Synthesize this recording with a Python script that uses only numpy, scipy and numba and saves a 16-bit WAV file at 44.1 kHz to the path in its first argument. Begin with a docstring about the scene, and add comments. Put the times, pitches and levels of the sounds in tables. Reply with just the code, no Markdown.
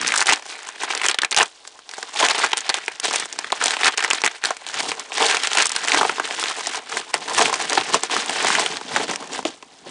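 """At a desk in a small room, hands tear open and fold a bubble-padded plastic mailer close to a microphone.
Creases snap as damped sines that ring the film and the air pouch, each with a dying spray of smaller ones.
Thousands of tiny creases, swelling with every squeeze of the hands, make the rustle. Near the end the box that
slid out of the mailer knocks on the desk, as three damped modes. Shaped noise makes a faint hiss. The small
camera microphone thins the bass, and the recorder rounds the peaks and cuts the top."""
import sys
import numpy as np
from scipy import signal
from scipy.fft import rfft, irfft
from scipy.io import wavfile
from scipy.ndimage import uniform_filter1d
from numba import njit

SR = 44100
rng = np.random.default_rng(int(sys.argv[2]) if len(sys.argv) > 2 else 0)


def pcm_store(signal):
    """Save signal as 16-bit PCM."""
    levels = np.round(np.clip(np.atleast_2d(signal), -1, 1) * 32767)
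    wavfile.write(sys.argv[1], SR, levels.astype(np.int16).T)


N = 436590  # samples, about 9.9 s

GIVE_CYCLES = 0.76  # time constant with which a ring swells, as its crease gives way
CRACK_RATIO = 1.36  # lowest pitch of the crack that opens a snap, over the film ring
CRACK_CYCLES, FILM_CYCLES, AFTER_CYCLES, TICK_CYCLES = 4, 6, 20, 8  # ring lengths to -60 dB
FILM_DRIVE_DB, THUMP_DRIVE_DB, TICK_DRIVE_DB = 3.5, 10, 9.5  # drive of each part over its tabled level
RELEASE_S = 0.082  # a released squeeze falls 20 dB in this time
REST_DB = -55  # the film never lies quite still
KNOCK_S, KNOCK_DB = 9.4515, -9.5
ROOM_T60_S, ROOM_DB = 0.1, -22
HISS_DB = -57  # rms ahead of the microphone
CIRCUIT_DB = -78.5  # rms of the recorder's own rumble
TOP_HZ = 10020


def loud_snaps():
    """Superposition: each crease that stands out drives a film ring, a pouch thump and a treble tick."""
    # creases that snap: t/s, peak level/dB, film ring f/Hz,
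    # bass band level re peak/dB, treble band level re peak/dB
    snap_table = [(0.014, -14.5, 1650, -11, -0.5), (0.0638, -7, 2630, -23, -16), (0.071, -13, 4410, -27, 5),
                  (0.078, -9.5, 4630, -27, 2), (0.087, -8, 3100, -28, -7), (0.1211, -4, 2240, -28, -5),
                  (0.1399, -6, 1610, -22, -3), (0.158, -13.5, 4780, -15, 9), (0.1762, -11.0, 4700, -9, 7.5),
                  (0.1824, -12, 4480, -13, 3), (0.194, -7.5, 1590, -16, -15), (0.2062, -7, 4780, -21, 2),
                  (0.2148, -3.0, 1570, -14, -5), (0.224, -6, 1620, -20, -1.5), (0.2585, -14.5, 1590, -4, 0),
                  (0.2693, -3.5, 3810, -14, -3), (0.2832, -2.5, 2200, -16, -18), (0.29, 0, 1620, -11, -9),
                  (0.2964, 0.5, 2940, -12, -7), (0.3061, -1, 2450, -12, -16),
                  (0.3138, -5.5, 2710, -12, -12), (0.323, -1.5, 2350, -8, -9),
                  (0.3336, -1, 2990, -16, -5.5), (0.689, -19.5, 1620, -6.5, -2.5),
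                  (0.8342, -17, 1500, 3.5, 4.5), (0.9042, -12, 2200, -2, -12),
                  (0.9355, -13, 1520, -10, -12), (0.9508, -8.5, 4780, -6, -10),
                  (0.9758, -8.5, 4180, -14, -6.5), (0.998, -15, 2280, -19, -14),
                  (1.016, -5.5, 2380, -18, -11), (1.042, -8, 2350, -14, -14), (1.047, -10, 2450, -13, -7),
                  (1.0546, -6, 1690, -16, -5), (1.0628, -2.5, 3150, -11, -6), (1.085, -2, 3120, -15, -3),
                  (1.0973, -5, 4780, -13, -7), (1.113, -1.5, 4060, -18.5, -12),
                  (1.1444, -4.5, 3940, -13, -10), (1.187, 0.5, 3070, -23, -11.5),
                  (1.219, -1, 4090, -22, -18), (1.234, -4.5, 1710, -13.5, -16),
                  (1.2473, -4, 2540, -17, -5.5), (1.3104, -22.5, 4370, -24, 12), (1.317, -9, 2300, -11, -4),
                  (1.326, -2.5, 4100, -14.5, -12), (1.3458, -8, 2610, -11, -8), (1.3646, -6, 3140, -13, -1),
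                  (1.3719, -2, 4030, -11, -6), (1.376, 0, 3100, -18, -6.5), (1.3844, -3.5, 3100, -20, -3),
                  (1.387, -4.5, 3400, -5, -10), (1.4002, -2, 2950, -5.5, -18), (1.4067, -3, 1660, -12, -14),
                  (1.4106, -3, 2370, -8, -9), (1.4175, 0, 3020, -13, -15), (1.4293, -4.5, 1090, -12, -2.5),
                  (1.6752, -27, 4180, -7, 8.5), (1.8919, -18, 4780, -15, -8), (1.937, -19, 1690, -20, -7),
                  (1.9815, -26.5, 1120, 7.5, 4), (2.0281, -14, 1820, -3, -1.5), (2.2118, -15, 1220, 4, -13),
                  (2.227, -4, 3250, -8, -20), (2.2298, -10.5, 1120, 5.5, -17), (2.24, -6, 1760, -9, -20),
                  (2.2644, -11, 2300, -13, -2), (2.2858, -5, 2640, -12, -4), (2.2996, -9, 4330, -10, -1),
                  (2.3059, -10.5, 1330, -19, -12), (2.313, -13, 4200, -19, -6), (2.3925, -15, 2280, -16, 4),
                  (2.3999, -17, 1120, -1, -18), (2.428, -7, 3630, -17, -18), (2.4399, -4, 1360, -11, -7),
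                  (2.4454, -4, 1400, -4.5, -9), (2.4629, -11.5, 4330, -9, -5), (2.518, -13, 2780, -14, -10),
                  (2.5321, 1.5, 3100, -14.5, -13), (2.5716, -9, 3960, -12, -1),
                  (2.5785, -9.5, 3920, -17, -1), (2.5875, -12, 3810, -26, -7), (2.6066, -18, 4010, -29, 3),
                  (2.6929, -3, 4200, -9, -4), (2.6996, 1.5, 3960, -11, -13.5),
                  (2.742, -0.5, 3500, -12.5, -10.5), (2.861, -28, 3700, -15, 3),
                  (2.8808, -6.5, 2050, -7.5, -10.5), (2.9993, -14.5, 3160, -25, 3),
                  (3.082, -16, 4690, 3, -5), (3.11, -12.5, 1130, -6, -3), (3.1368, -11, 3120, -2, -3),
                  (3.1435, -9, 2540, -9, -6), (3.199, -9, 4780, -20, -2), (3.2563, -19, 1830, -4.5, -3),
                  (3.3266, -21, 2890, -11, 7), (3.3893, -14.5, 2690, -5, 5.5),
                  (3.4445, -11, 1760, -15, -17), (3.5033, -18, 2070, -5, -17), (3.5214, -4, 3950, -12, -15),
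                  (3.5261, -16.5, 1100, 6, -7), (3.6132, -12, 1500, -6, -9), (3.6232, -14, 2800, 3.5, -6),
                  (3.658, -3, 3510, -7, -2), (3.6686, -10, 2800, -12, -2), (3.6815, -4.5, 3770, -8, -4),
                  (3.7075, -3, 4090, -15, -9), (3.7183, -15, 4130, -19, -6), (3.768, -10, 2710, -5, -12),
                  (3.8112, -11, 2690, -7, -9), (3.8333, -0.5, 1940, -13, -13),
                  (3.8457, -0.5, 4070, -17, -11), (3.858, -6, 1360, -16, -2), (3.8658, -1, 2000, -16, -14),
                  (3.8692, -2, 4410, -16, -8), (3.895, -15, 1100, -4, -16), (3.9752, -15.5, 2800, -15, 9),
                  (3.98, -4.5, 2780, -9.5, -5), (3.9922, -9, 2150, -16, -13), (4.0043, -13, 1900, -24, -9),
                  (4.0395, -9, 1870, -9.5, 1), (4.0468, -3, 1880, -13, -7), (4.1032, -9, 1850, -2, 0),
                  (4.1101, 1.5, 2580, -21, -13), (4.1324, -5.5, 2370, -9.5, -3),
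                  (4.2176, -18.5, 1220, -9, 2), (4.238, -0.5, 2350, -7, -22), (4.2453, -6.5, 2610, -9, -1),
                  (4.2623, 0.5, 2300, -16.5, -8.5), (4.2762, -2.5, 2100, -17, -11),
                  (4.439, -6.5, 1890, -12, -6), (4.4493, -7.5, 1700, -11, -2), (4.456, 0.5, 4300, -26, -19),
                  (4.506, -17.5, 1110, 9, 4.5), (4.568, -21, 2280, -21, -3.5), (4.666, -14, 3660, -13, -11),
                  (4.7419, -14, 1810, -12, -3), (4.891, -15.5, 2670, -13, -0.5),
                  (4.9171, -7, 2630, -7.5, -17), (5.12, -13.5, 2710, -10, -21),
                  (5.1739, -7, 4300, -10, -12), (5.181, -6.5, 2240, -13, -8), (5.2215, -8.5, 1130, -2, -10),
                  (5.2268, 0, 2900, -13, -17), (5.2639, -6, 3660, -19, -3), (5.2842, -17, 4780, -20, 2),
                  (5.2974, -8, 3620, -14, -6), (5.3045, -10, 3550, -15, -6), (5.3118, -2, 3500, -13, -15),
                  (5.3458, -3.5, 1390, -16, -10), (5.369, -2.5, 2610, -12, -9), (5.4352, -4, 3700, -27, -7),
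                  (5.472, -5, 2890, -9.5, -2), (5.5321, -6, 3770, -16, -2.5), (5.5518, -11, 3770, -4, -2),
                  (5.572, -3.5, 2660, -5.5, -0.5), (5.5842, -0.5, 2370, -15, -5),
                  (5.617, -14, 2220, -23, 3), (5.6228, -7.5, 2360, -13, 3.5), (5.6564, -6.5, 3290, -20, 0),
                  (5.667, -15, 4630, -14, 11), (5.694, -12, 4440, -21, 2), (5.718, -10, 4350, -14, 1.5),
                  (5.763, 0.5, 4600, -22, -13), (5.849, -10, 4480, -10, -10), (5.8766, -9, 1980, -16, -8),
                  (5.8838, -3, 2560, -28, -8), (5.919, 2, 2420, -23, -13), (5.9381, -8, 2220, -14, -7),
                  (5.9457, -1.5, 2230, -6, -7), (5.9772, -9, 1900, -12, -4), (6.012, -9.5, 1120, 9, -10),
                  (6.0183, -16, 1290, -1, -4), (6.0311, -12.5, 1130, 6, -13), (6.0507, -14, 2330, 9, -18),
                  (6.0948, -4, 1920, -3.5, -21), (6.1979, -6.5, 1400, -2, -8), (6.3094, -11, 2370, -4, -16),
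                  (6.4277, -13.5, 1150, -9, -7), (6.439, -4, 3360, -10.5, -10),
                  (6.4582, -10, 2000, -21, -12), (6.4841, -8, 4060, -12, -16), (6.6602, -14, 2040, -15, -9),
                  (6.6703, -12.5, 3320, -5, 3), (6.9707, -7.5, 2050, -10, -5), (7.1413, -2.5, 2350, -7, -5),
                  (7.1481, -10.5, 1950, -9, -15), (7.2964, -16, 1760, -11, -1.5),
                  (7.3474, -11.5, 2560, -15, -0.5), (7.3791, -13, 1140, 4, 4), (7.3847, 0, 2660, -8, -5.5),
                  (7.3924, -7, 1230, -14, -4), (7.413, -3, 2580, -7, -8), (7.4218, -7, 2480, -6, -2),
                  (7.457, -1.5, 2500, -14, -7), (7.4973, -17, 1120, 6, -6), (7.528, -14.5, 1140, 4.5, 1),
                  (7.5405, -6, 2450, -9, -3), (7.6228, -17, 3600, -14, 2.5), (7.6974, -7, 4330, -28, -6.5),
                  (7.7221, -8.5, 2020, -3, -18), (7.731, -9.5, 4610, -3, 1), (7.7751, -4.5, 1470, 3.5, -19),
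                  (7.7806, -2.5, 3880, -16, -20), (7.8112, -7, 2910, -22, -16),
                  (7.9431, -6.5, 1160, 6, 2.5), (7.9487, -17, 1100, 1, 6), (7.9569, -18, 1610, 10, -18),
                  (8.0343, -11, 4370, 1.5, 3), (8.098, -17, 1140, 0, -26), (8.1652, -6, 1140, -6, -10),
                  (8.2025, -15, 1680, -13, -11), (8.26, -18, 2730, -6, 3.5), (8.2955, -8, 2650, -1.5, -9),
                  (8.3597, -16, 1560, -5, -9), (8.4463, -7.5, 1110, -0.5, -5), (8.4692, -6.5, 2170, -6, -6),
                  (8.4828, -8, 1890, -9, -4), (8.503, -9, 1140, -6, -7), (8.5519, -0.5, 1990, -23, -11.5),
                  (8.5962, -4.5, 2110, -9, -7), (8.6624, -2.5, 3300, -15, -11), (8.77, -9, 4480, -19, -15),
                  (8.8125, -27.5, 2560, 10, -5), (8.9624, -2.5, 1900, -6.5, -5.5),
                  (8.9688, -13, 4070, 4, -9), (9.1121, -18, 1110, 6.5, 3), (9.1589, -14.5, 2660, -7, -2),
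                  (9.391, -23, 1120, 6.5, -7), (9.4524, -6, 3280, -7.5, -16), (1.913, -23, 2400, -14, -2.5),
                  (6.182, -19, 1150, 6.5, -20), (8.176, -23, 4500, -12, 4), (1.0344, -12, 2000, -11, -20),
                  (4.2553, -10, 4700, -14, -4), (0.424, -27, 2500, -7, -2), (0.555, -29, 2210, -10, -1),
                  (0.590, -24, 1690, -12, -6), (1.651, -29, 1300, -6, -8), (1.791, -27, 1410, -14, -7),
                  (9.349, -19, 1730, -8, -11), (9.378, -20, 3640, -6, -6), (9.428, -26, 1210, 0, -1),
                  (9.626, -25.5, 2900, 0.5, -6), ]
    s, peak_db, hz, bass_db, treble_db = np.transpose(snap_table)
    film_db = peak_db + FILM_DRIVE_DB
    thump_db = peak_db + bass_db + THUMP_DRIVE_DB
    tick_db = peak_db + treble_db + TICK_DRIVE_DB
    return snaps(s, hz, film_db, thump_db, tick_db)


def snaps(s, hz, film_db, pouch_db, tick_db):
    """Impulsive buckling: a sudden yield excites film and air modes, amid a cluster of smaller creases."""
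    u = rng.random((len(s), 6)).T
    sign = np.sign(u[0] - .2)  # four creases in five push first, the others pull
    crack_hz = CRACK_RATIO * hz * (1 + u[5])
    crack = rings(s, crack_hz, CRACK_CYCLES, sign * undb((film_db + tick_db) / 2 + 5))
    film = crack + rings(s, hz, FILM_CYCLES, sign * undb(film_db + 7.0))
    after_hz = hz * (0.92 + 1.31 * u[2])
    film = film + rings(s + 0.00132 * u[1], after_hz, AFTER_CYCLES, undb(film_db - 8.5))
    tick = rings(s, 5000 + 4000 * u[3], TICK_CYCLES, sign * undb(tick_db - 2.0))
    thump = rings(s + 0.00074, 650 + 400 * u[4], 9, sign * undb(pouch_db - 8))
    # the pocket of air breathes
    thump = thump + rings(s + 0.002, 330 + 170 * u[2], 4.77, sign * undb(pouch_db - 11.5))

    # eight neighbouring creases of like pitch give way around each snap
    v = rng.random((len(s), 8, 3)).T
    late_s = -0.004 * np.log(v[0] + .01) - 0.0015
    kin_hz = hz * 2.28 ** (v[1] - .5)
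    kin_db = film_db - 9 - 1000 * np.abs(late_s) - 8 * v[2]
    film = film + rings((s + late_s).ravel(), kin_hz.ravel(), 10.4, undb(kin_db).ravel())

    film_stream = creases(1310, 4240, cycles=6.8, spread_db=2.0, count=20000)
    treble_stream = creases(5060, 8840, cycles=7.6, spread_db=2.9, count=30000)
    pouch_stream = pouch(rng.standard_normal(N))
    tails = spray(s, film_db - 22, 0.0059, film_stream)
    tails = tails + spray(s, tick_db - 14.5, 0.0025, treble_stream)
    tails = tails + spray(s, pouch_db - 16.5, 0.0046, pouch_stream)
    return film + tick + thump + tails


def spray(s, db, tail_s, stream):
    """Exponential relaxation: each snap opens a dense stream that dies with time constant tail_s."""
    onsets = np.zeros(N)
    np.add.at(onsets, (s * SR).astype(int), undb(db))
    envelope = signal.lfilter([1], [1, -np.exp(-1 / (tail_s * SR))], onsets)
    return envelope * level(stream, 0)


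def rings(s, hz, cycles, size):
    """Constant-Q damping: every ring lasts the same number of cycles to -60 dB, so high ones die sooner."""
    out = np.zeros(N)
    hz = np.clip(hz, 50., .45 * SR)
    at = np.clip(s * SR, 0, N - 1).astype(np.int64)
    add(out, at, hz, cycles / hz, 1. * size, GIVE_CYCLES)
    return out


@njit
def add(out, at, hz, t60, size, rise):
    """Damped oscillation: a rotating phasor shrinks 60 dB in t60 s; its onset time constant is rise cycles."""
    for k in range(len(at)):
        fall = np.exp(-np.log(1000.) / (t60[k] * SR))
        step = fall * np.exp(2j * np.pi * hz[k] / SR)
        phasor = size[k] + 0j
        shut = 1.
        opening = np.exp(-hz[k] / (rise * SR))
        for i in range(at[k], min(at[k] + int(t60[k] * SR), len(out))):
            phasor *= step
            shut *= opening
            out[i] += phasor.imag * (1 - shut)


def undb(db):
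    """Logarithmic level: 20 dB is a factor of ten in amplitude."""
    return 10 ** (np.asarray(db) / 20)


def level(x, db):
    """Root-mean-square level: scale to unit rms, then by db, which may vary in time."""
    return x * undb(db) / np.sqrt(np.mean(x ** 2))


def rustle():
    """Crackling noise: tiny creases come in swarms, and about 150 a second are drawn as small snaps."""
    # colour of the rustle, fuller as the mailer opens out: t/s,
    # pouch level/dB, flap level/dB, crisp top level/dB, all re film rustle
    colour = [(0, -14, 0, -5), (.4, -3, -22, 2.5), (1.1, -9, -19, -7.5), (1.6, 1, -14, 9),
              (2.2, -1, -15, -1), (2.6, -10, -25, -7), (3.1, -5.5, -9, 1), (3.65, -6.5, -4, -1),
              (4, -8.5, -48, -5.5), (4.9, -2, -1, 1.5), (5.25, -3.5, -12, -1.5), (5.6, -11.5, -23, -3),
              (5.9, -4.5, -10, 0.5), (6, 2, -6, 1.5), (6.2, -6, -6, -3), (6.5, -6, -12.5, 1),
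              (7.2, 3, -1, 1), (8, -3, -2, -1.5), (8.45, -0.5, -4, 1.5), (9, 1, 6, -0.5),
              (9.9, 1.5, 10.5, 6)]
    # depth of the swarming, smooth while the box slides out: t/s, share [1]
    unevenness = [(0, 0.98), (7.9, 0.56), (8.2, 0.38), (8.9, 0.19), (9.1, 0.68)]
    t = np.arange(N) / SR
    s, *columns = np.transpose(colour)
    film_db = effort_db()
    pouch_db, flap_db, top_db = (film_db + np.interp(t, s, c) for c in columns)

    calm = np.clip((film_db - REST_DB) / 18, .35, 1)  # swarms even out as the film comes to rest
    uneven = calm * np.interp(t, *np.transpose(unevenness))
    swarm_db = uneven * (1.86 * walk(30) + 4.77 * walk(90)) - 4
    # extra random level changes of the crisp top
    extra_db = uneven * 3.5 * walk(90) - 0.6 * (swarm_db + 4)

    film = creases(1480, 4540, cycles=5.6, spread_db=4.0, count=20000)
    top = creases(2900, 9300, cycles=9.6, spread_db=5.5, count=30000)
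    low = pouch(creases(307, 1280, cycles=2.7, spread_db=4.5, count=8000))
    flaps = creases(78.4, 617, cycles=3.7, spread_db=6.5, count=5000)  # the whole sheet pushes air
    flicker_db = 3.5 * uneven * walk(40)
    swell_db = 3 * walk(30)
    bed = level(film, film_db + 1.36 * walk(35))
    bed = bed + level(low, pouch_db + swell_db)
    bed = bed + level(top, top_db + flicker_db + extra_db)

    u = rng.random((1500, 5)).T
    at = (u[0] * N).astype(int)
    size_db = swarm_db[at] - 5.8 * uneven[at] * np.log(u[1] + 0.06) + 8.5
    ring_db = film_db + 2.5 * walk(150)
    # the balance varies: some small snaps tick brightly, others sound dull
    small_film_db = ring_db[at] + size_db
    small_pouch_db = pouch_db[at] + size_db + 2.9 * (u[3] - .5)
    small_tick_db = top_db[at] + size_db + 16 * (u[4] - .5)
    small = snaps(u[0] * N / SR, 1100 * 4 ** u[2], small_film_db, small_pouch_db, small_tick_db)
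    return undb(swarm_db) * bed + level(flaps, flap_db - 5.5) + small


def effort_db():
    """Addition of powers: every squeeze swells, holds and lets go linearly in dB above a floor at rest."""
    # pulls and squeezes of the hands: t at full strength/s, hold t/s,
    # film rustle level/dB, swell t over 20 dB/s (10 ms at least)
    squeezes = [(0.0, 0.2, -28, .05), (0.271, 0.045, -24.5, 0.012), (0.511, 0.057, -39, 0.22),
                (0.664, 0.011, -36.5, 0.13), (0.815, 0.032, -31, 0.11), (0.913, 0.052, -29.5, 0.069),
                (1.038, 0.054, -25.5, 0.087), (1.218, 0.014, -37, 0.012), (1.327, .03, -54, 0.027),
                (1.367, 0.047, -28, 0.013), (1.93, 0.18, -43.5, 0.07), (2.209, 0.099, -22, 0.086),
                (2.36, 0.056, -30, 0.09), (2.419, 0.034, -25, 0.058), (2.563, 0.03, -34.5, 0.038),
                (2.697, 0.07, -29.5, 0.22), (2.824, 0.024, -36, .08), (2.917, 0.017, -34.5, 0.036),
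                (3.036, 0.078, -32, 0.031), (3.095, 0.13, -28.5, 0.071), (3.332, 0.14, -39, 0.15),
                (3.533, 0.078, -35.5, 0.019), (3.652, 0.091, -25, 0.1), (3.775, 0.04, -29, .06),
                (3.847, 0.019, -17, 0.03), (3.98, 0.09, -28, 0.03), (4.134, 0.035, -26, 0.021),
                (4.246, 0.017, -27.5, 0.011), (4.31, 0.067, -40.5, .03), (4.456, 0.036, -29.5, 0.074),
                (4.736, 0.16, -28.5, 0.14), (4.975, 0.05, -37, 0.044), (5.201, 0.063, -22, 0.11),
                (5.294, 0.17, -26, 0.055), (5.5, 0.044, -30, .05), (5.573, 0.014, -19, 0.021),
                (5.605, 0.04, -21, .04), (5.735, 0.11, -29.5, 0.051), (5.937, 0.074, -22.5, 0.13),
                (6.071, 0.07, -30.5, 0.046), (6.19, 0.13, -33.5, 0.091), (6.374, 0.13, -29, 0.22),
                (6.54, 0.083, -33.5, 0.09), (6.657, .11, -31.5, 0.053), (6.933, 0.06, -30.5, 0.099),
                (7.076, 0.023, -43, 0.027), (7.14, 0.011, -29.5, 0.0086), (7.204, 0.094, -34.5, .04),
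                (7.327, 0.036, -30.5, 0.09), (7.391, 0.09, -22, 0.067), (7.533, 0.032, -29, 0.03),
                (7.596, 0.033, -27.5, .01), (7.718, 0.085, -27, 0.14), (7.856, 0.052, -29, 0.056),
                (7.934, 0.013, -22, 0.013), (8.028, 0.0086, -27, 0.011), (8.119, 0.089, -25, 0.041),
                (8.286, 0.083, -28, 0.066), (8.385, 0.24, -23, 0.11), (8.659, 0.093, -31, 0.04),
                (8.945, 0.079, -28, 0.17), (9.081, 0.04, -30.5, 0.012), (9.21, 0.04, -38.5, 0.058),
                (9.325, 0.055, -36.5, 0.075), (9.457, 0.027, -36, 0.026), (9.864, 0.048, -43, 0.014)]
    t = np.arange(0, N + 64, 64) / SR
    s, hold, db, swell = np.transpose(squeezes)[:, :, None]
    before = np.maximum((s - t) / np.maximum(swell, .01), 0)
    after = np.maximum(t - s - hold, 0) / RELEASE_S
    power = np.sum(undb(db - 20 * (before + after)) ** 2, axis=0) + undb(REST_DB) ** 2
    return np.interp(np.arange(N) / SR, t, 10 * np.log10(power))


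def creases(lo_hz, hi_hz, cycles, spread_db, count):
    """Random pulse train: ring pitch is even over octaves, many creases are weak and few strong."""
    u = rng.random((count, 4)).T
    hz = lo_hz * (hi_hz / lo_hz) ** u[1]
    size = undb(-spread_db * np.log(u[2] + 0.042)) * np.sign(u[3] - .5)
    return rings(u[0] * N / SR, hz, cycles, size)


def pouch(x):
    """Modal resonance: the padded air pocket responds in a few broad, parallel modes."""
    # modes of air and padding: f/Hz, bandwidth/Hz, level/dB
    pouch_modes = [(339, 18.4, -15), (467, 39, -6), (823, 216, 2.5), (1005, 100, -0.5)]
    out = np.zeros(len(x))
    for hz, width, db in pouch_modes:
        b, a = signal.iirpeak(hz, hz / width, SR)
        out += undb(db) * signal.lfilter(b, a, x)
    return out


def walk(rate):
    """Smoothed sample-and-hold: normal random levels, drawn rate times a second, slew into each other."""
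    k = int(SR / rate)
    held = np.repeat(rng.standard_normal(N // k + 1), k)
    return uniform_filter1d(held, k // 2 + 1)[:N]


def knock():
    """Modal impact: one hollow blow on the desk excites a few damped modes together."""
    # modes of the blow: f/Hz, level/dB, t60/s
    knock_modes = [(329, 1.5, 0.051), (618, 0.5, 0.032), (450, -10, 0.045)]
    hz, db, t60 = np.transpose(knock_modes)
    return rings(KNOCK_S + 0 * hz, hz, t60 * hz, undb(KNOCK_DB + db))


def room(x):
    """Diffuse reverberation: desk and walls add a dense, exponentially decaying tail, a little dull."""
    t = np.arange(SR // 2) / SR
    tail = band(rng.standard_normal(len(t)), 170, 2500)
    tail = tail * undb(-60 * t / ROOM_T60_S) * (t > .004)
    tail = tail / np.sqrt(np.sum(tail ** 2))
    return x + undb(ROOM_DB) * signal.fftconvolve(x, tail)[:N]


def band(x, lo_hz, hi_hz):
    """Band limitation: a Butterworth band-pass, flat between its corners."""
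    return signal.sosfilt(signal.butter(2, [lo_hz, hi_hz], "band", fs=SR, output="sos"), x)


def hiss():
    """Stationary noise: room and microphone noise is white noise shaped by a smooth spectrum."""
    # spectrum of the hiss: f/Hz, relative level per Hz/dB
    hiss_spectrum = [(20, -4), (120, -4), (330, 0), (1000, 1), (1500, -5), (6000, -8), (10000, -12)]
    hz, db = np.transpose(hiss_spectrum)
    f = np.fft.rfftfreq(N, 1 / SR) + 1  # 1 Hz up, to keep the logarithm finite
    gain = undb(np.interp(np.log(f), np.log(hz), db))
    return level(irfft(rfft(rng.standard_normal(N)) * gain, N), HISS_DB)


def scene():
    """Linear superposition: snaps, rustle and knock sound in the room, over the hiss."""
    mailer = loud_snaps() + rustle() + knock()
    return (room(mailer) + hiss())[None]


def record(dry):
    """Transducer limits: the small microphone loses bass, loud peaks saturate and the top is cut."""
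    thin = signal.sosfilt(signal.butter(4, 235, "high", fs=SR, output="sos"), dry)
    thin = thin + undb(-24.5) * band(dry, 61, 170)  # a little bass leaks through the housing
    thin = thin + level(band(rng.standard_normal(N), 15, 140), CIRCUIT_DB)
    rounded = 0.9 * np.tanh(thin / 0.9)
    return signal.sosfilt(signal.ellip(10, .2, 60, TOP_HZ, fs=SR, output="sos"), rounded)


dry = scene()
out = record(dry)
pcm_store(out)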